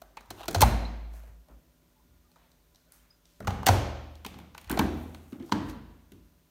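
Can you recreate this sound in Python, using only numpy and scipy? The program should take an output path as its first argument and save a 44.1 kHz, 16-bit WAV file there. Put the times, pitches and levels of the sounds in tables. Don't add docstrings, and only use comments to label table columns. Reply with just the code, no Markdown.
import sys
import numpy as np
from scipy import signal
from scipy.fft import rfft, irfft, next_fast_len
from scipy.io import wavfile
from scipy.ndimage import uniform_filter1d, map_coordinates

SR = 44100
rng = np.random.default_rng(int(sys.argv[2]) if len(sys.argv) > 2 else 0)


def generate_wav(sig):
    pcm = np.round(np.clip(np.atleast_2d(sig).T, -1, 1) * 32767).astype(np.int16)
    wavfile.write(sys.argv[1], SR, pcm)


def boost(x):
    u = np.asarray(x, float) / 20
    return 10 ** u


N = 286650

# (time [s], crack peak [dB], air re crack [dB], knock re crack [dB], knock pitch [Hz])
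LATCH_CONTACTS = [(0.0164, -45, -3, 6.5, 687), (0.1689, -39, -17.5, 7.5, 900),
                  (0.2064, -48.5, -7.5, 2.5, 918), (0.2574, -58, -5.5, -7, 769),
                  (0.3042, -31.5, -8.5, -9, 1380), (0.306, -42, -17.5, 11.5, 715),
                  (0.4552, -42.5, -5.5, 3, 887), (0.481, -20.5, -10.5, -6, 659.5),
                  (0.5088, -35.5, 0, -3.5, 783), (0.528, -38, -6, -7, 942), (0.5455, -16, -19.5, -1.5, 670),
                  (0.5567, -29, -25.5, 7.5, 680), (0.581, -37, -16, 4.5, 821), (0.6065, -14, -5, -9, 858),
                  (0.6157, -7, -8.5, -5.5, 601), (0.6215, -12, -8.5, 5.5, 854.5),
                  (0.6314, -21, -19, 12.5, 802.7)]
# (time [s], crack [dB], air [dB], knock [dB], knock pitch [Hz])
TICK_CONTACTS = [(1.1364, -52, -6, 2, 670), (1.235, -60, -4, 12.5, 641), (1.4844, -61.5, 1, 11, 588.7),
                 (2.3156, -54.5, -10.5, -3, 932), (2.358, -57.5, -14, 5.5, 1218),
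                 (2.3614, -61.5, -12.5, 9, 900), (2.366, -63.5, -12.5, 8, 640),
                 (2.5162, -53, -15.5, -18, 1101), (2.7467, -51, -13, -12, 761),
                 (2.7576, -47.5, -16.5, -24.5, 988), (2.9208, -50.5, 4.5, -10, 1500),
                 (3.2545, -47, -26.5, -19, 678), (4.1535, -45, -17.5, -22, 693)]
# (time [s], crack [dB], air [dB], knock [dB], knock pitch [Hz])
DOOR_CONTACTS = [(3.4027, -44.5, -3, 4, 1350), (3.4243, -53, -28, 4.5, 1710), (3.4463, -52, -3.5, 11, 1090),
                 (3.471, -26.5, -19.5, 7, 1020), (3.476, -36, -17.5, 14, 780), (3.5044, -35, -18, 7.5, 765),
                 (3.6292, -44, -16, 16.5, 890), (3.6606, -23, -12.5, -24.5, 1085),
                 (3.6652, -9, -6.5, -13.5, 1300), (3.6732, -14.5, -22.5, 2, 770),
                 (3.6832, -11.5, -26.5, -9, 990), (3.6874, -21.5, -17, 13.5, 750)]
# (time [s], crack [dB], air [dB], knock [dB], knock pitch [Hz])
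SCOOP_CONTACTS = [(4.2472, -31, -14.5, 0, 1016), (4.2626, -29.5, -6.5, -3, 770),
                  (4.341, -45, -24.5, 3.5, 842), (4.3869, -41.5, -11, -1.5, 820), (4.3992, -53, -9, 9, 806),
                  (4.5467, -40.5, -18, 4.5, 880), (4.578, -35, -8.5, -6.5, 900),
                  (4.6128, -49.5, 1, -13.5, 800), (4.6434, -43.5, -7, -17, 933),
                  (4.6738, -45, -14, -7, 873), (4.6962, -30, -2, -0.5, 845), (4.7129, -27.5, -1, -2, 860),
                  (4.7264, -46, -17, 14, 824), (4.7724, -28, -13, 11, 693), (4.791, -17.5, -9, 3, 890),
                  (4.811, -40, -17.5, 18.5, 925)]
# (time [s], crack [dB], air [dB], knock [dB], knock pitch [Hz])
SLIDE_CONTACTS = [(5.1457, -38.5, -11.5, -1.5, 1040), (5.328, -47.5, -9.5, -2.5, 1224),
                  (5.3982, -52, -24, 2, 799), (5.4235, -50, -24, -3, 1700), (5.4925, -53, -17, 14.5, 920),
                  (5.5205, -19, -43, 5.5, 980), (5.697, -39.5, -8, -19, 994),
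                  (6.119, -48.5, -4.5, -9, 1500), (6.1332, -64.5, 0, -2, 671)]
# (time [s], crack [dB], air [dB], knock [dB], knock
# pitch [Hz])
CHATTER_CONTACTS = [(0.3025, -40, -10.5, -11, 910), (0.376, -52.5, -11, 0.5, 910),
                    (0.385, -51, -12, 5.5, 905), (0.3965, -48.5, -11, 1, 980), (0.4045, -50, -11, 5, 1280),
                    (0.4068, -41.5, -12.5, 8.5, 726), (0.413, -43, -12.5, 7, 780),
                    (0.4305, -48, -10.5, 3.5, 850), (0.435, -43, -11.5, 1.5, 980),
                    (0.442, -42, -11, 4.5, 840), (0.4795, -39, -10, -2.5, 1400),
                    (0.5445, -32, -10.5, -9.5, 701), (3.4045, -49, -16, 13.5, 610),
                    (4.7035, -35.5, -12, 8, 1500), (4.7085, -41.5, -15, 7, 1580),
                    (4.7895, -26.5, -22, 0, 1700), (5.322, -51, -16, 6, 1130), (5.5165, -36, -20.5, 2, 916),
                    (5.525, -30.5, -35, 10, 900), (4.548, -49.5, -18.5, 5.5, 1480),
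                    (4.7265, -33, -15, -3, 900), (0.1735, -46.5, -20, 10.5, 890),
                    (0.419, -47.5, -13.5, 0.5, 850), (3.6665, -24, -32.5, 10.5, 804)]
# (centre [Hz], width [Hz], level [dB])
LATCH_CRACK = [(1430, 140, 2.5), (2300, 480, -4), (3330, 470, -1.5), (4190, 260, 4.5), (6460, 2600, -3)]
# (centre [Hz], width [Hz], level [dB])
TICK_CRACK = [(4050, 980, 0), (5650, 700, 0.5), (7480, 1500, -4)]
# (centre [Hz], width [Hz], level [dB])
DOOR_CRACK = [(1500, 190, -1.5), (2052, 500, -4.5), (2720, 950, -4.5), (4430, 390, -2), (6120, 1750, -6.5)]
# (centre [Hz], width [Hz], level [dB])
SCOOP_CRACK = [(1490, 110, -0.5), (2250, 450, 0), (3200, 860, -1), (4310, 720, -1), (6530, 2030, -10)]
# (centre [Hz], width [Hz], level [dB])
TOUCH_CRACK = [(1480, 300, 0.5), (2659, 380, 2), (3300, 400, 2.5), (4285, 800, -1.5), (6500, 2300, -9)]
# (centre [Hz], width [Hz], level [dB])
AIR_MODES = [(7950, 3400, 1), (12590, 4600, -1.5), (15000, 1300, -0.5)]
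# (multiple of knock pitch [1], width [Hz], level [dB])
HOLLOW_MODES = [(1, 97, 8.5), (1.65, 640, -11), (.62, 660, -10.5)]
# (time [s], peak [dB], strongest mode [Hz], ring scale of that mode [s])
PANEL_THUDS = [(0.015, -64.5, 245, 0.021), (0.306, -37.5, 323, 0.02), (0.483, -25, 340, 0.013),
               (0.55, -29, 330, 0.03), (0.61, -20.5, 252, 0.013), (0.696, -36, 216, 0.016),
               (1.498, -49.5, 287, 0.024), (1.825, -60.5, 295.2, 0.012), (2.049, -57.5, 237, 0.018),
               (2.358, -64.5, 242.7, 0.015), (3.402, -36, 193.7, 0.035), (3.403, -36.5, 413, 0.021),
               (3.478, -30, 188, 0.04), (3.512, -33.5, 190, 0.022), (3.572, -35.5, 170, 0.02),
               (3.616, -42, 175, 0.02), (3.685, -19.5, 246, 0.02), (4.256, -33.5, 210, 0.017),
               (4.358, -41, 233, 0.029), (4.702, -22.5, 310, 0.025), (4.724, -23.5, 261, 0.018),
               (4.768, -24.5, 300, 0.013), (4.7924, -17, 260, 0.012), (5.326, -34.5, 250, 0.013),
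               (5.402, -37, 268, 0.026), (4.81, -28.5, 397, 0.023), (5.5193, -17.5, 240, 0.012),
               (6.117, -45, 212, 0.012)]
# (centre [Hz], width [Hz], level [dB])
PANEL_MODES = [(132, 240, -7.5), (215, 60, 3), (245, 59, -2.5), (280.9, 85, -5), (334, 51, -2),
               (386, 72, -2)]
# (frequency [Hz], t60 [s])
TILES_T60 = [(100, 0.99), (300, 0.96), (1000, 0.84), (3000, 0.94), (4500, 0.82), (6500, 0.68), (9000, .45),
             (12000, 0.47), (15000, .28)]
# (frequency [Hz], level [dB])
TILES_COLOUR = [(100, 9.5), (300, 5), (520, 4), (950, -1.5), (1700, -0.5), (3000, -1), (4400, -2),
                (6000, -2), (10000, 0.5), (15000, 0)]
# (frequency [Hz], density [dB per Hz])
QUIET_SPECTRUM = [(15, -43.5), (25, -8.5), (53, -4), (76, -7.5), (172, -15), (220, -27), (304, -18),
                  (378, -22), (568, -29.5), (616, -29.5), (978, -29.5), (2670, -34.5), (3150, -34),
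                  (15200, -33), (16500, -47)]
# (frequency [Hz], amplitude [dB])
MOTOR_HUM = [(166.9, -75), (247.6, -76), (581.4, -81), (667.5, -87.5), (995.9, -86.5), (1420, -87.5)]
# (time [s], level [dB])
DOOR_SWING = [
    (0, -66),
    (.074, -91),
    (.11, -79),
    (.27, -70.5),
    (.44, -65),
    (.53, -40),
]
# (time [s], centre [Hz], width [Hz], level [dB rms], t60 [s])
BUZZ = [(0.85, 4100, 200, -36, .06), (0.547, 700, 100, -32, 0.12), (0.625, 4100, 300, -47, .85),
        (0.625, 1400, 150, -42.5, 0.55), (0.17, 2300, 810, -46.5, 0.093), (3.1, 5000, 120, -60.5, 0.19),
        (3.473, 1300, 250, -44, 0.2), (3.475, 1200, 100, -45, .25), (3.476, 780, 60, -42.5, .35),
        (3.686, 930, 100, -33, .25), (4.772, 1300, 530, -29, .08), (4.791, 1600, 390, -35.5, 0.23),
        (5.524, 930, 130, -46, 0.63), (4.8, 265, 170, -48, 0.99), (5.69, 5700, 900, -59, .1),
        (3.8, 730, 38, -41, 0.18), (3.69, 400, 40, -36.5, 0.57), (3.7, 1000, 70.6, -40, .15),
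        (3.7, 740, 50, -42, .4), (0.557, 6900, 500, -46, .04), (0.571, 6900, 500, -48, .04),
        (0.581, 6900, 500, -46, .04), (4.808, 1000, 220, -31, .04), (6.12, 330, 110, -55.5, .45),
        (5.552, 8800, 700, -59, 0.0395)]
# (frequency [Hz], level [dB], t60 [s])
DRUM_MODES = [(54.4, -17, 1.7), (61.6, 0.5, 0.11), (121.7, -14.5, 0.42), (172.3, -32, 1.4),
              (230, -23, 0.73)]
# (frequency [Hz], level [dB], t60 [s])
FRONT_MODES = [(51.9, -8, 1.04), (75.4, -10, 1.67), (117.2, -2.5, 0.86), (190, -18.5, 0.35),
               (240, -24.5, 0.67), (363, -11.5, 0.82)]
# (frequency [Hz], level [dB], t60 [s])
LID_MODES = [(58.7, -11.5, 0.91), (74.9, -22.5, 0.52), (80.9, -12, 1.29), (145, -19.5, 1.03),
             (196, -5.5, 0.39), (209.8, -2.5, 0.32), (279, -10.5, 0.59), (271.6, -2, 0.38), (304, -7, 0.75),
             (337, -9, 0.4)]
# (time [s], level [dB], favoured mode [Hz], loss off it [dB/octave^2], free ring [s])
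DRUM_BLOWS = [
    (0.555, -31.5, 57.23, 8, 3),
    (0.629, -10, 80.36, -1, 0.77),
]
# (time [s], level [dB], favoured mode [Hz], loss off it [dB/octave^2], free ring [s])
FRONT_BLOWS = [
    (2.071, -54, 69.6, 18, .2),
    (3.41, -35.5, 57.6, 8.4, 3),
    (3.478, -30.5, 63, 9, 3),
    (3.69, -25.5, 110, 0.78, 3),
    (4.274, -53, 68, 34, 3),
]
# (time [s], level [dB], favoured mode [Hz], loss off it [dB/octave^2], free ring [s])
LID_BLOWS = [
    (4.666, -25.5, 50, 19, 3),
    (4.792, -20.5, 145, 2, 3),
    (5.329, -42.5, 268, 8.7, 3),
    (5.523, -25.5, 168, 4.1, 3),
    (6.121, -56, 337, 9.1, 3),
    (6.18, -49, 54.6, 19.7, 3),
]
# (time [s], frequency [Hz], level [dB], t60 [s], free ring [s])
SINGLE_RINGS = [(0.29, 100, -49, 0.43, 3), (0.559, 92.5, -22, 0.67, 3), (0.62, 95, -8, 0.1, 2.6),
                (1.291, 91, -40.5, 0.068, 3.6), (0.647, 64.4, -28, .55, 3), (0.69, 216, -36, .4, 3),
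                (1.495, 55, -53, 1.5, 0.08), (1.675, 56, -58.5, .7, 3.07), (6.12, 188.1, -54, .3, 2.94),
                (5.402, 259, -36, 0.13, .012), (5.424, 340, -37, .16, 3), (5.326, 263, -34, .2, .012),
                (5.66, 54, -46, 1.06, 3.2), (3.477, 95, -17.5, 0.14, 3), (3.687, 95, -13, 0.34, 0.12),
                (5.519, 100, -34.5, 0.6, 3), (6.128, 95, -50, 0.28, 3.4)]
# (time [s], level [dB])
SEAL_CREAK = [(.36, -81.5), (.378, -58), (.398, -51), (.41, -46.5), (.424, -53), (.438, -44), (.45, -53),
              (.47, -55)]
# (centre [Hz], width [Hz], level [dB])
SEAL_MODES = [(786, 150, 7.5), (1400, 260, 0), (2760, 390, -2), (3900, 900, -6), (6370, 1700, -31)]
# (peak time [s], rise [s], fall [s], level [dB], lowest frequency [Hz])
POWDER_SWELLS = [(.40, .034, 0.025, -59, 4900), (.44, 0.0096, 0.0066, -58, 5000),
                 (1.15, 0.027, 0.13, -64, 4860), (2.6, 0.2, 0.41, -83, 3985),
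                 (2.94, 0.011, 0.094, -63.5, 5010), (4.74, 0.062, .15, -78.5, 8000),
                 (5.02, 0.13, 0.031, -67, 8900), (5.17, 0.27, 0.33, -67, 5800),
                 (5.47, 0.019, 0.11, -65, 3900), (5.68, .048, 0.067, -65, 7100)]
# (peak time [s], rise [s], fall [s], level [dB], lowest frequency [Hz])
CLOTH_SWELLS = [(1.2, .1, .12, -66, 458.7), (1.51, 0.026, 0.05, -65.5, 249.3),
                (2.42, 0.039, 0.084, -73, 703), (2.93, 0.034, 0.21, -71, 497),
                (3.28, 0.029, 0.15, -69.5, 2150), (4.73, 0.032, 0.035, -43, 437),
                (5.69, 0.0076, 0.02, -54.5, 1495), (5.34, 0.013, .03, -65, 600),
                (5.41, .012, 0.035, -64, 600), (5.48, .03, 0.038, -69, 900)]
# (peak time [s], half length [s], level [dB], pitch [Hz])
HINGE_SQUEAKS = [(1.985, 0.028, -71, 870), (1.7, 0.027, -78, 1000), (2.03, 0.015, -75, 990),
                 (2.6, .03, -77.5, 875), (2.265, 0.016, -74.5, 1200), (1.3, 0.035, -72, 1000),
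                 (2.455, 0.015, -71.5, 870), (2.005, .018, -70, 980), (2.31, .015, -70.5, 840),
                 (2.88, .02, -73, 580), (2.805, .012, -74.5, 1550), (2.885, .012, -75, 1480),
                 (3, .01, -76, 3100)]
# (frequency [Hz], level [dB])
MIC_RESPONSE = [(3800, 0.5), (5000, -1.5), (6300, -0.5), (7800, -4.5), (9000, -2.5), (10500, -6.5),
                (12500, -0.5), (15500, -1)]

LOUD_DB, WETTER_DB_PER_DB, SHORTER_DB_PER_DB = -21.5, 0.11, 0.12
KNOCK_LAG_S = 0.0015
FAVOURED_WIDTH_HZ_S = 0.64
HISS_DB, RUMBLE_DB, RUMBLE_SWAY_DB = -65, -72, 1.3
CLOTH_SPAN, POWDER_TOP_HZ = 5.6, 15300
SQUEAK_SAG_HZ_PER_S = 400
MIC_TOP_HZ = 16050


def unit(x):
    return x / np.sqrt(np.mean(x ** 2) + 1e-20)


def along(points, hz):
    f, value = np.transpose(points)
    return np.interp(np.log(hz + 1), np.log(f + 1), value)


def gain_curve(rows):
    s, db = np.transpose(rows)
    return boost(np.interp(np.arange(N) / SR, s, db, left=-140, right=-140))


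def wobble(rate_hz, size=N):
    knots = rng.standard_normal(int(N * rate_hz / SR) + 4)
    return map_coordinates(knots, [np.arange(size) * rate_hz / SR])


def filtered(x, response):
    n = x.shape[-1]
    m = next_fast_len(n + SR // 10)
    spectrum = rfft(x, m) * response(np.fft.rfftfreq(m, 1 / SR))
    return irfft(spectrum, m)[..., :n]


def resonant(modes):
    def response(f):
        total = 0
        for k, (hz, width_hz, db) in enumerate(modes):
            total = total + (-1) ** k * boost(db) * 1j * f * width_hz / (hz * hz - f * f + 1j * f * width_hz)
        return total
    return response


def quiet():
    noise = unit(filtered(rng.standard_normal(N), lambda f: boost(along(QUIET_SPECTRUM, f))))
    hiss = filtered(noise, lambda f: f ** 4 / (f ** 4 + 120 ** 4))
    rumble = unit(filtered(noise - hiss, resonant([(49.3, 12, 1), (95, 24, -12.5)])))
    swing = uniform_filter1d(gain_curve(DOOR_SWING), size=1500)
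    sway = boost(RUMBLE_DB + RUMBLE_SWAY_DB * wobble(15))
    t = np.arange(N) / SR
    hum = np.zeros(N)
    for hz, db in MOTOR_HUM:
        hum += boost(db + 2.1 * wobble(11)) * np.sin(2 * np.pi * hz * t + 1.2 * wobble(14))
    return boost(HISS_DB) * hiss + rumble * (swing + sway) + hum


def burst(t60, response, rise=0.0011, push=0):
    t = np.arange(SR // 8) / SR
    rough = rng.standard_normal(len(t)) * boost(5.5 * rng.standard_normal(len(t)))
    decay = boost(-60 * t / np.clip(t60, .002, .2))
    rung = filtered((push + rough) * decay * (1 - np.exp(-t / rise)), response)
    return rung / np.abs(rung).max()


def tile_answer(near, room_db, blur):
    size = SR if np.abs(near).max() > boost(-33) else SR // 2
    hz, t, z = signal.stft(rng.standard_normal(size), SR, nperseg=512)
    uneven = unit(uniform_filter1d(rng.standard_normal(len(hz)), size=2))
    z *= boost(1.3 * uneven)[:, None]
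    decay_db = along(TILES_COLOUR, hz)[:, None] - 60 * t / along(TILES_T60, hz)[:, None]
    tail = signal.istft(z * boost(decay_db), SR, nperseg=512)[1]
    power = np.cumsum(np.abs(rfft(near, 4 * len(near))) ** 2)
    grid_hz = np.fft.rfftfreq(4 * len(near), 1 / SR)

    def spectrum(f):
        width_hz = 12 + blur * f
        share = 0
        for k in (.5, 1.4, 4):
            above = np.interp(f + k * width_hz, grid_hz, power)
            below = np.interp(f - k * width_hz, grid_hz, power)
            share = share + np.abs(above - below) / (3 * k)
        return np.sqrt(share / (2 * width_hz) * grid_hz[1]) * boost(2.3 * wobble(1100, size=len(f)))

    tail = filtered(tail, spectrum)
    tail *= 1 - np.exp(-(np.arange(len(tail)) / SR / 0.0024) ** 2)
    return boost(room_db) * tail / np.sqrt(SR * 0.031)


def add(track, s, near, room_db, blur):
    heard = tile_answer(near, room_db, blur)
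    heard[:len(near)] += near
    start = round(s * SR)
    track[start:start + len(heard)] += heard[:len(track) - start]


def thuds(room_db):
    track = np.zeros(N)
    for s, db, hz, t60 in PANEL_THUDS:
        favoured = resonant([(hz, FAVOURED_WIDTH_HZ_S / t60, 0)])

        def soft(f):
            modes = boost(-9.5) * resonant(PANEL_MODES)(f) + favoured(f)
            return modes / (1 + 1j * f / 600) ** 2 * (1j * f / (150 + 1j * f)) ** 2

        near = boost(db - 3.5) * burst(0.0075, soft, rise=0.0012, push=2.2)
        add(track, s, near, room_db + .05 * (LOUD_DB - db), blur=0.2)
    return track


def contacts(rows, crack_modes, loud_t60, room_db, blur):
    track = np.zeros(N)

    def steep_air(f):
        return resonant(AIR_MODES)(f) * (f / 8000) ** 2 / (1 + (f / 8000) ** 2)

    for s, db, air_db, knock_db, knock_hz in rows:
        t60 = loud_t60 * boost(SHORTER_DB_PER_DB * min(db - LOUD_DB, 0))
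        body = resonant([(k * knock_hz, width_hz, level) for k, width_hz, level in HOLLOW_MODES])
        hollow = lambda f: body(f) * np.exp(-2j * np.pi * f * KNOCK_LAG_S)
        crack = burst(t60, resonant(crack_modes))
        air = boost(air_db + 7.5) * burst(0.49 * t60, steep_air)
        knock = boost(knock_db) * burst(0.44 * t60, hollow, rise=0.002)
        near = boost(db - 0.5) * (crack + air + knock)
        add(track, s, near, room_db + WETTER_DB_PER_DB * (LOUD_DB - db), blur)
    return track


def buzzing():
    track = np.zeros(N + SR)
    t = np.arange(SR) / SR
    for s, hz, width_hz, db, t60 in BUZZ:
        mode = resonant([(hz, width_hz, 0)])
        band = unit(filtered(rng.standard_normal(SR), lambda f: mode(f) ** 2))
        track[round(s * SR):][:SR] += boost(db - 60 * t / t60) * (1 - np.exp(-t / .002)) * band
    return track[:N]


def cabinet():
    rings = list(SINGLE_RINGS)
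    for modes, blows in [(DRUM_MODES, DRUM_BLOWS), (FRONT_MODES, FRONT_BLOWS), (LID_MODES, LID_BLOWS)]:
        for s, db, spot_hz, spot_db, free_s in blows:
            for hz, level_db, t60 in modes:
                off_spot_db = spot_db * np.log2(hz / spot_hz) ** 2
                rings.append((s, hz, db + level_db - off_spot_db, t60, free_s))
    track = np.zeros(N)
    for s, hz, db, t60, free_s in rings:
        start = round(s * SR)
        t = np.arange(min(N - start, round(1.2 * t60 * SR))) / SR
        fade_db = -60 * t / t60 - 60 * np.clip(t - free_s, 0, None) / 0.18
        level = boost(db + fade_db + 1.1 * wobble(hz / 7, size=len(t)))
        onset = 1 - np.exp(-t * hz / 0.81)
        track[start:start + len(t)] += level * onset * np.sin(2 * np.pi * hz * t)
    return track


def grains(rate_hz, spread_db):
    chance, size = rng.random((2, N))
    return (chance < rate_hz / SR) * boost(-spread_db * np.log(size + .02)) * rng.standard_normal(N)


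def seal_creak():
    slips = unit(filtered(grains(rate_hz=1500, spread_db=0.0), resonant(SEAL_MODES)))
    return slips * gain_curve(SEAL_CREAK) * boost(2.1 * wobble(66))


def rustle():
    track = np.zeros(N)
    fine = grains(rate_hz=8100, spread_db=2.5) * boost(1.2 * wobble(22.94))
    swells = [(*row, POWDER_TOP_HZ) for row in POWDER_SWELLS]
    swells += [(*row, CLOTH_SPAN * row[-1]) for row in CLOTH_SWELLS]
    for s, rise, fall, db, low_hz, high_hz in swells:
        start = max(round((s - 3 * rise) * SR), 0)
        stop = min(round((s + 3 * fall) * SR), N)
        t = np.arange(start, stop) / SR - s
        band_pass = lambda f: 1 / (1 + (low_hz / (f + 1)) ** 5) / (1 + (f / high_hz) ** 6)
        band = unit(filtered(fine[start:stop], band_pass))
        track[start:stop] += boost(db) * band * np.exp(-(t / np.where(t < 0, rise, fall)) ** 2)
    return track


def squeaks():
    track = np.zeros(N)
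    t = np.arange(-(SR // 8), SR // 8) / SR
    for s, half_s, db, hz in HINGE_SQUEAKS:
        phase = 2 * np.pi * (hz - SQUEAK_SAG_HZ_PER_S * t / 2) * t + 1.3 * wobble(70, size=len(t))
        level = boost(db + 3.5 * wobble(80, size=len(t))) * np.exp(-(t / half_s) ** 2)
        track[round(s * SR) - SR // 8:][:len(t)] += level * np.sin(phase)
    return track


def scene():
    mix = quiet() + thuds(room_db=-7.5)
    mix += contacts(LATCH_CONTACTS, LATCH_CRACK, loud_t60=0.04, room_db=-12.0, blur=0.16)
    mix += contacts(CHATTER_CONTACTS, TOUCH_CRACK, loud_t60=0.013, room_db=-14.5, blur=0.12)
    mix += contacts(TICK_CONTACTS, TICK_CRACK, loud_t60=0.015, room_db=-8, blur=0.19)
    mix += contacts(DOOR_CONTACTS, DOOR_CRACK, loud_t60=0.034, room_db=-8.0, blur=0.097)
    mix += contacts(SCOOP_CONTACTS, SCOOP_CRACK, loud_t60=0.029, room_db=-9.5, blur=0.12)
    mix += contacts(SLIDE_CONTACTS, SCOOP_CRACK, loud_t60=0.026, room_db=-10.0, blur=0.12)
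    mix += buzzing() + cabinet() + seal_creak() + rustle() + squeaks()
    return mix[None]


def low_pass(x):
    return signal.sosfilt(signal.butter(12, 16640, fs=SR, output="sos"), x)


def record(dry):
    def microphone(f):
        bass_cut = ((1j * f / 44) ** 2 / (1 + .9j * f / 44 - (f / 44) ** 2)) ** 2
        top_loss_db = 30 / (1 + (MIC_TOP_HZ / (f + 1)) ** 150)
        return bass_cut * (f < 1.037 * MIC_TOP_HZ) * boost(along(MIC_RESPONSE, f) - top_loss_db)

    return low_pass(filtered(dry, microphone))


dry = scene()
out = record(dry)
generate_wav(out)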